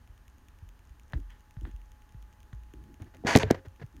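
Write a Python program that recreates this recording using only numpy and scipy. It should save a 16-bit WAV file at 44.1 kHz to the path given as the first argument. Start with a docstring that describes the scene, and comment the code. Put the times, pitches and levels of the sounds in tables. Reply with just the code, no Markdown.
"""Handling noise on a work top

A quiet room, the microphone close over a sheet on a work top. Steady air noise, a thin machine whine
and faint, even electrical ticks run throughout. Hands bump the top softly and brush the sheet; near the
end the camera scrapes a short way over it, knocks, clicks and settles."""
import sys
import numpy as np
from scipy import signal
from scipy.fft import rfft, irfft, next_fast_len
from scipy.io import wavfile

SR = 44100
rng = np.random.default_rng(int(sys.argv[2]) if len(sys.argv) > 2 else 0)


def wav_out(sig):
    """Save sig, one row per channel (or a flat mono array), as 16-bit PCM at SR to the path in sys.argv[1]."""
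    wavfile.write(sys.argv[1], SR, np.round(np.clip(np.atleast_2d(sig).T, -1, 1) * 32767).astype(np.int16))


N = 176400


def amp(db):
    return 10 ** (np.asarray(db) / 20)


def unit(x):
    return x / np.sqrt(np.mean(x ** 2) + 1e-20)


def clock():
    return np.arange(N) / SR


def add(track, start_s, sound):
    """Lay a sound into a track."""
    i = max(0, round(start_s * SR))
    track[i:i + len(sound)] += sound[:max(0, N - i)]


def filtered(x, response):
    """Pass x through a complex frequency response."""
    size = next_fast_len(N + SR // 2)
    return irfft(rfft(x, size) * response(np.fft.rfftfreq(size, 1 / SR)), size)[:N]


def coloured(x, tone):
    """Causal filter of unit power through (freq_hz, level_db) points."""
    def response(hz):
        freq_hz, level_db = np.transpose(tone)
        gain = unit(amp(np.interp(np.log(hz + 1), np.log(freq_hz + 1), level_db)))
        cepstrum = irfft(np.log(gain))
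        cepstrum[1:len(cepstrum) // 2] *= 2  # fold to minimum phase
        cepstrum[len(cepstrum) // 2 + 1:] = 0
        return np.exp(rfft(cepstrum))
    return filtered(x, response)


def snaps(events, tone, t60_s):
    """A brief dying noise burst for each (start_s, level_db), coloured by tone."""
    out, t = np.zeros(N), clock()[:SR // 10]
    fade = 1000 ** (-t / t60_s)
    for start_s, level_db in events:
        phase = np.angle(rfft(fade * rng.standard_normal(len(t))))
        burst = np.sqrt(fade) * irfft(np.exp(1j * phase), len(t))  # even spectrum
        add(out, start_s, amp(level_db) * .5 * burst * np.linalg.norm(fade) / np.linalg.norm(burst))
    return coloured(out, tone)


def friction(strokes, tone, attack_s, release_s, hiss, slips_per_s=4000):
    """Tiny slips and their hiss under strokes that rise, hold and die away."""
    t, force = clock(), np.zeros(N)
    for start_s, length_s, level_db in strokes:
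        rise = np.clip((t - start_s) / attack_s, 0, 1)
        fall = np.exp(-np.maximum(t - start_s - length_s, 0) / release_s)
        force += amp(level_db) * rise * fall
    slips = (rng.random(N) < slips_per_s / SR) * rng.standard_normal(N)
    return force * unit(coloured(unit(slips) + hiss * rng.standard_normal(N), tone))


def blow(thud_db, thud_hz, ring_db, modes, rise_cycles):
    """An impact: a short thud plus ringing (pitch_hz, level_db, t60_s) modes."""
    t = clock()[:SR]
    rise = t * thud_hz / rise_cycles
    thud = rise * np.exp(1 - rise) * np.sin(2 * np.pi * thud_hz * t)
    ring = sum(amp(db) * 1000 ** (-t / t60_s) * (1 - np.exp(-t * hz)) * np.sin(2 * np.pi * hz * t)
               for hz, db, t60_s in modes)
    return amp(thud_db) * thud + amp(ring_db) * ring


def bending_waves(x, lag_at_1khz_s=0.00107):
    """Bending waves spread through the stiff top: the bass arrives last."""
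    return filtered(x, lambda hz: np.exp(-4j * np.pi * lag_at_1khz_s * np.sqrt(1000 * hz)))


def room_tone(air_db=-55.5, whine_hz=845.7):
    """The bed of the room: low, steady air noise and a thin machine whine."""
    air_tone = [(12, -41.5), (20, 2), (68, 5.5), (154, -15), (228, -14), (399, -22.5), (558, -25.5),
                (780, -24.5), (849, -25.5), (923, -22), (1220, -23), (1330, -25.5), (1760, -23),
                (2140, -32), (3070, -31.5), (3340, -35.5), (5530, -38.5), (6540, -35), (7950, -44.5),
                (9400, -38), (11100, -45.5), (13200, -37.5), (16000, -49)]  # spectrum of the air: freq_hz, level_db
    whine_levels = [(0, -79), (1.0, -79), (1.5, -72), (2.2, -72.5), (3.0, -72), (4, -76)]  # swell of the whine: time_s, level_db
    t = clock()
    whine_rms = amp(np.interp(t, *np.transpose(whine_levels)))
    whine = whine_rms * np.sqrt(2) * np.sin(2 * np.pi * whine_hz * t)
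    return amp(air_db) * unit(coloured(rng.standard_normal(N), air_tone)) + whine


def electrical_ticks(first_s=.0757, period_s=.10238, crackles_per_s=4):
    """Even ticks, probably radio bursts leaking into the microphone, with strays and faint crackle."""
    strong_beats = [2, 4, 6, 9, 12, 14, 15, 18, 21, 23, 26, 28, 30, 38]  # the louder ticks: beat_index
    strays = [(.486, -50), (1.123, -43.5), (1.1705, -57), (1.763, -46.5), (2.092, -49.5), (2.404, -45.5),
              (3.021, -39.5), (3.169, -44.5), (3.684, -48)]  # extra ticks: start_s, level_db
    tick_tone = [(500, -26.5), (1200, -26), (1800, 7), (3000, 10), (4500, -8), (5600, -1), (6700, 8.5),
                 (8000, -14.5), (9500, 1.5), (11000, -11), (13000, -3), (16000, -4.5)]  # spectrum of a tick: freq_hz, level_db
    crackle_tone = [(800, -4), (2000, -10), (3000, -3), (4500, -7), (6500, 4), (9000, -10), (16000, -34)]  # spectrum of the crackle: freq_hz, level_db
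    strong_db, ordinary_db, crackle_db = -43.5, -48.5, -54.5
    beats = [(start_s, strong_db if beat in strong_beats else ordinary_db)
             for beat, start_s in enumerate(np.arange(first_s, N / SR, period_s))]
    ticks = snaps(beats + strays, tick_tone, t60_s=.005)
    crackles = [(start_s, crackle_db) for start_s in clock()[rng.random(N) < crackles_per_s / SR]]
    return ticks + snaps(crackles, crackle_tone, t60_s=.005)


def hand_bumps(sway_t60_s=0.51):
    """Hands bump the work top under the microphone: a tap, a thud and a deep sway."""
    bumps = [(0.093, -43.5, 64, -46.5, -77, 48.3), (0.622, -35.5, 74.5, -39, -72, 43.5),
             (0.901, -43, 58.7, -58, -65, 53.4), (1.134, -26, 117, -25, -26.5, 43.7),
             (1.154, -22, 58.4, -44, -48, 52), (1.5675, -32.5, 111, -31, -46.5, 51),
             (1.627, -30, 61, -53, -65, 53.5), (1.6517, -57, 261, -31.5, -35.5, 46.1),
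             (1.736, -34, 55, -39, -75, 43.6), (2.144, -37, 107, -36.5, -51, 51.7),
             (2.5288, -33, 101, -33, -40, 56.5), (2.737, -40.5, 306, -38.5, -48, 56),
             (3, -41.5, 308, -58, -54, 56.5), (3.01, -34, 97, -46.5, -57, 56.4),
             (3.669, -34.5, 84.2, -75, -68, 47), (3.814, -37, 133.2, -63.5, -66.5, 53.3),
             (3.835, -31.5, 117, -45, -68, 48.3)]  # soft contacts: start_s, thud_db, thud_hz, sway_db, tap_db, sway_hz
    tap_tone = [(200, 2.5), (800, 9), (1300, 8), (1800, 12.5), (2400, -2.5), (3900, -3), (4900, -17.5),
                (5700, -27), (16000, -39)]  # spectrum of a tap: freq_hz, level_db
    thuds, taps = np.zeros(N), []
    for start_s, thud_db, thud_hz, sway_db, tap_db, sway_hz in bumps:
        add(thuds, start_s, blow(thud_db, thud_hz, sway_db, [(sway_hz, 0, sway_t60_s)], rise_cycles=0.45))
        taps.append((start_s, tap_db))
    return bending_waves(thuds) + snaps(taps, tap_tone, t60_s=.018)


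def grip_creaks():
    """The grip slips in tiny steps and creaks dully."""
    creaks = [(.34, 0.15, -68), (1.137, 0.064, -47), (1.618, 0.071, -49.5), (2.74, 0.2, -54),
              (3.0, 0.075, -52), (3.145, 0.097, -57.5), (3.6, 0.019, -64), (3.94, .06, -55)]  # slips of the grip: start_s, length_s, level_db
    creak_tone = [(40, -33), (90, 14), (170, 2), (310, 10), (430, -9.5), (650, -26.5), (2000, -40)]  # spectrum of a creak: freq_hz, level_db
    return friction(creaks, creak_tone, attack_s=0.0019, release_s=.012, hiss=.3)


def hand_brushes():
    """A hand brushes lightly past, close to the microphone."""
    strokes = [(1.105, 0.075, -62), (1.136, 0.0046, -47), (1.298, 0.074, -75), (1.655, 0.017, -60),
               (3.0, 0.025, -58.5), (3.02, 0.01, -56.5), (3.06, 0.017, -60), (3.137, 0.018, -54.5),
               (3.247, .012, -45), (3.259, .009, -37), (3.435, 0.1, -46), (3.502, 0.0072, -27),
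               (3.512, 0.016, -57), (3.544, 0.0045, -33.5), (3.556, 0.039, -53.5), (3.648, 0.017, -52),
               (3.795, 0.012, -54.5), (3.813, 0.017, -48.5)]  # light touches: start_s, length_s, level_db
    brush_tone = [(100, 5), (400, 13.5), (750, 6.5), (950, 4), (1150, -2), (1300, 1), (1700, 6.5),
                  (2600, -7), (4200, -13.5), (5300, -17), (6700, -20), (9000, -36), (16000, -32)]  # spectrum of a touch: freq_hz, level_db
    return friction(strokes, brush_tone, attack_s=0.0031, release_s=.005, hiss=1.0)


def sheet_rustles():
    """The sheet rustles as it relaxes."""
    rustles = [(1.294, 0.019, -62.5), (1.662, 0.015, -66.5)]  # shifts of the sheet: start_s, length_s, level_db
    rustle_tone = [(500, -25), (1300, -5), (1800, 4.5), (2400, -8), (3000, -3.5), (3350, -3), (3800, -13),
                   (6500, -21), (16000, -33)]  # spectrum of a rustle: freq_hz, level_db
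    return friction(rustles, rustle_tone, attack_s=0.0061, release_s=0.049, hiss=0.67)


def camera_knocks():
    """The camera catches, rattles and is set down; each knock cracks, thuds and rings."""
    knocks = [(3.237, -35.5, 380, -44, -59), (3.247, -19, 230, -34, -63), (3.3525, -8, 114.8, -24.5, -0.5),
              (3.3527, -5, 250, -29, -31.5), (3.3579, -5.5, 530, -27.5, -24),
              (3.3608, -10.5, 252, -40.5, -29.5), (3.3715, -9.5, 278, -36, -21),
              (3.4323, -19.5, 480, -29.5, -13.5), (3.434, -18.5, 90, -35, -47),
              (3.462, -24.5, 79.3, -55, -67), (3.5062, -11.5, 474, -34, -38), (3.5077, -7, 251, -54, -58)]  # hard contacts: start_s, thud_db, thud_hz, ring_db, crack_db
    body_modes = [(91.7, -0.5, 0.31), (137.3, 4, 0.14), (218, 0, 0.04), (280, -1, 0.052), (425, 7.5, 0.069),
                  (437, -24, 0.09), (533, -13.5, .55), (623, -1, 0.045)]  # what the knocks ring: pitch_hz, level_db, t60_s
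    casing_tone = [(40, -3.5), (120, 4), (180, 2.5), (240, 5), (300, 2), (355, 4), (450, 4), (600, 2.5),
                   (720, 9.5), (1200, 3.5), (2000, -12.5), (16000, 5.5)]  # colour of the casing: freq_hz, level_db
    crack_tone = [(300, -23), (1200, -9), (2000, 5.5), (3000, 3.5), (4000, 1), (5200, -16), (8000, -28),
                  (16000, -43)]  # spectrum of a crack: freq_hz, level_db
    thuds, cracks = np.zeros(N), []
    for start_s, thud_db, thud_hz, ring_db, crack_db in knocks:
        add(thuds, start_s, blow(thud_db, thud_hz, ring_db, body_modes, rise_cycles=0.34))
        cracks.append((start_s, crack_db))
    return coloured(bending_waves(thuds), casing_tone) + snaps(cracks, crack_tone, t60_s=.006)


def camera_scrape():
    """The camera drags over the sheet in short, gritty strokes."""
    strokes = [(3.266, 0.031, -25.5), (3.3, 0.072, -29), (3.394, 0.035, -33.5)]  # slides: start_s, length_s, level_db
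    scrape_tone = [(60, -33.5), (120, -11.5), (180, -11), (315, -6), (513, -1.5), (595, -6.5), (660, 1),
                   (768, -5.5), (970, -0.5), (1280, -11.5), (1520, -2.5), (1900, -4), (2300, -5),
                   (2650, -12), (3300, -14.5), (4000, -21.5), (4500, -11), (5080, -20), (6560, -15),
                   (7940, -30), (9820, -30), (11200, -41), (12800, -37.5), (16000, -50)]  # spectrum of the scrape: freq_hz, level_db
    return friction(strokes, scrape_tone, attack_s=0.0037, release_s=0.008, hiss=0.86)


def casing_clicks():
    """The casing clicks sharply among the hardest knocks."""
    clicks = [(3.3613, -9.5), (3.3622, -16.5), (3.3696, -19), (3.3715, -17), (3.3738, -14), (3.3863, -23),
              (3.388, -25), (3.5103, -16)]  # contacts of the casing: start_s, level_db
    click_tone = [(500, -11.5), (2000, 2.5), (4500, -0.5), (6200, 3), (8000, -5), (11000, -9.5),
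                  (12700, -11), (16000, -20)]  # spectrum of a click: freq_hz, level_db
    return snaps(clicks, click_tone, t60_s=0.0081)


def room_echo(x, t60_s=0.19, cutoff_hz=2500):
    """The room answers with a short, dull tail."""
    t = clock()[:SR // 2]
    tail = rng.standard_normal(len(t)) * 1000 ** (-t / t60_s)
    echo = signal.fftconvolve(x, tail / np.linalg.norm(tail))[:N]
    return filtered(echo, lambda hz: 1 / (1 + 1j * hz / cutoff_hz))


def scene():
    """Close handling with a faint echo, over the ticks and room tone, in mono."""
    handling = hand_bumps() + camera_knocks() + casing_clicks()
    handling += camera_scrape() + hand_brushes() + sheet_rustles() + grip_creaks()
    return (handling + amp(-20) * room_echo(handling) + electrical_ticks() + room_tone())[None]


def record(dry):
    """The microphone drops the deepest bass and cuts off steeply at the top of its band."""
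    low_cut_hz, top_hz = 26, 16050
    sound = signal.sosfilt(signal.butter(2, low_cut_hz, "highpass", fs=SR, output="sos"), dry[0])
    return filtered(sound, lambda hz: 1 / np.sqrt(1 + (hz / top_hz) ** 160))[None]


dry = scene()
out = record(dry)
wav_out(out)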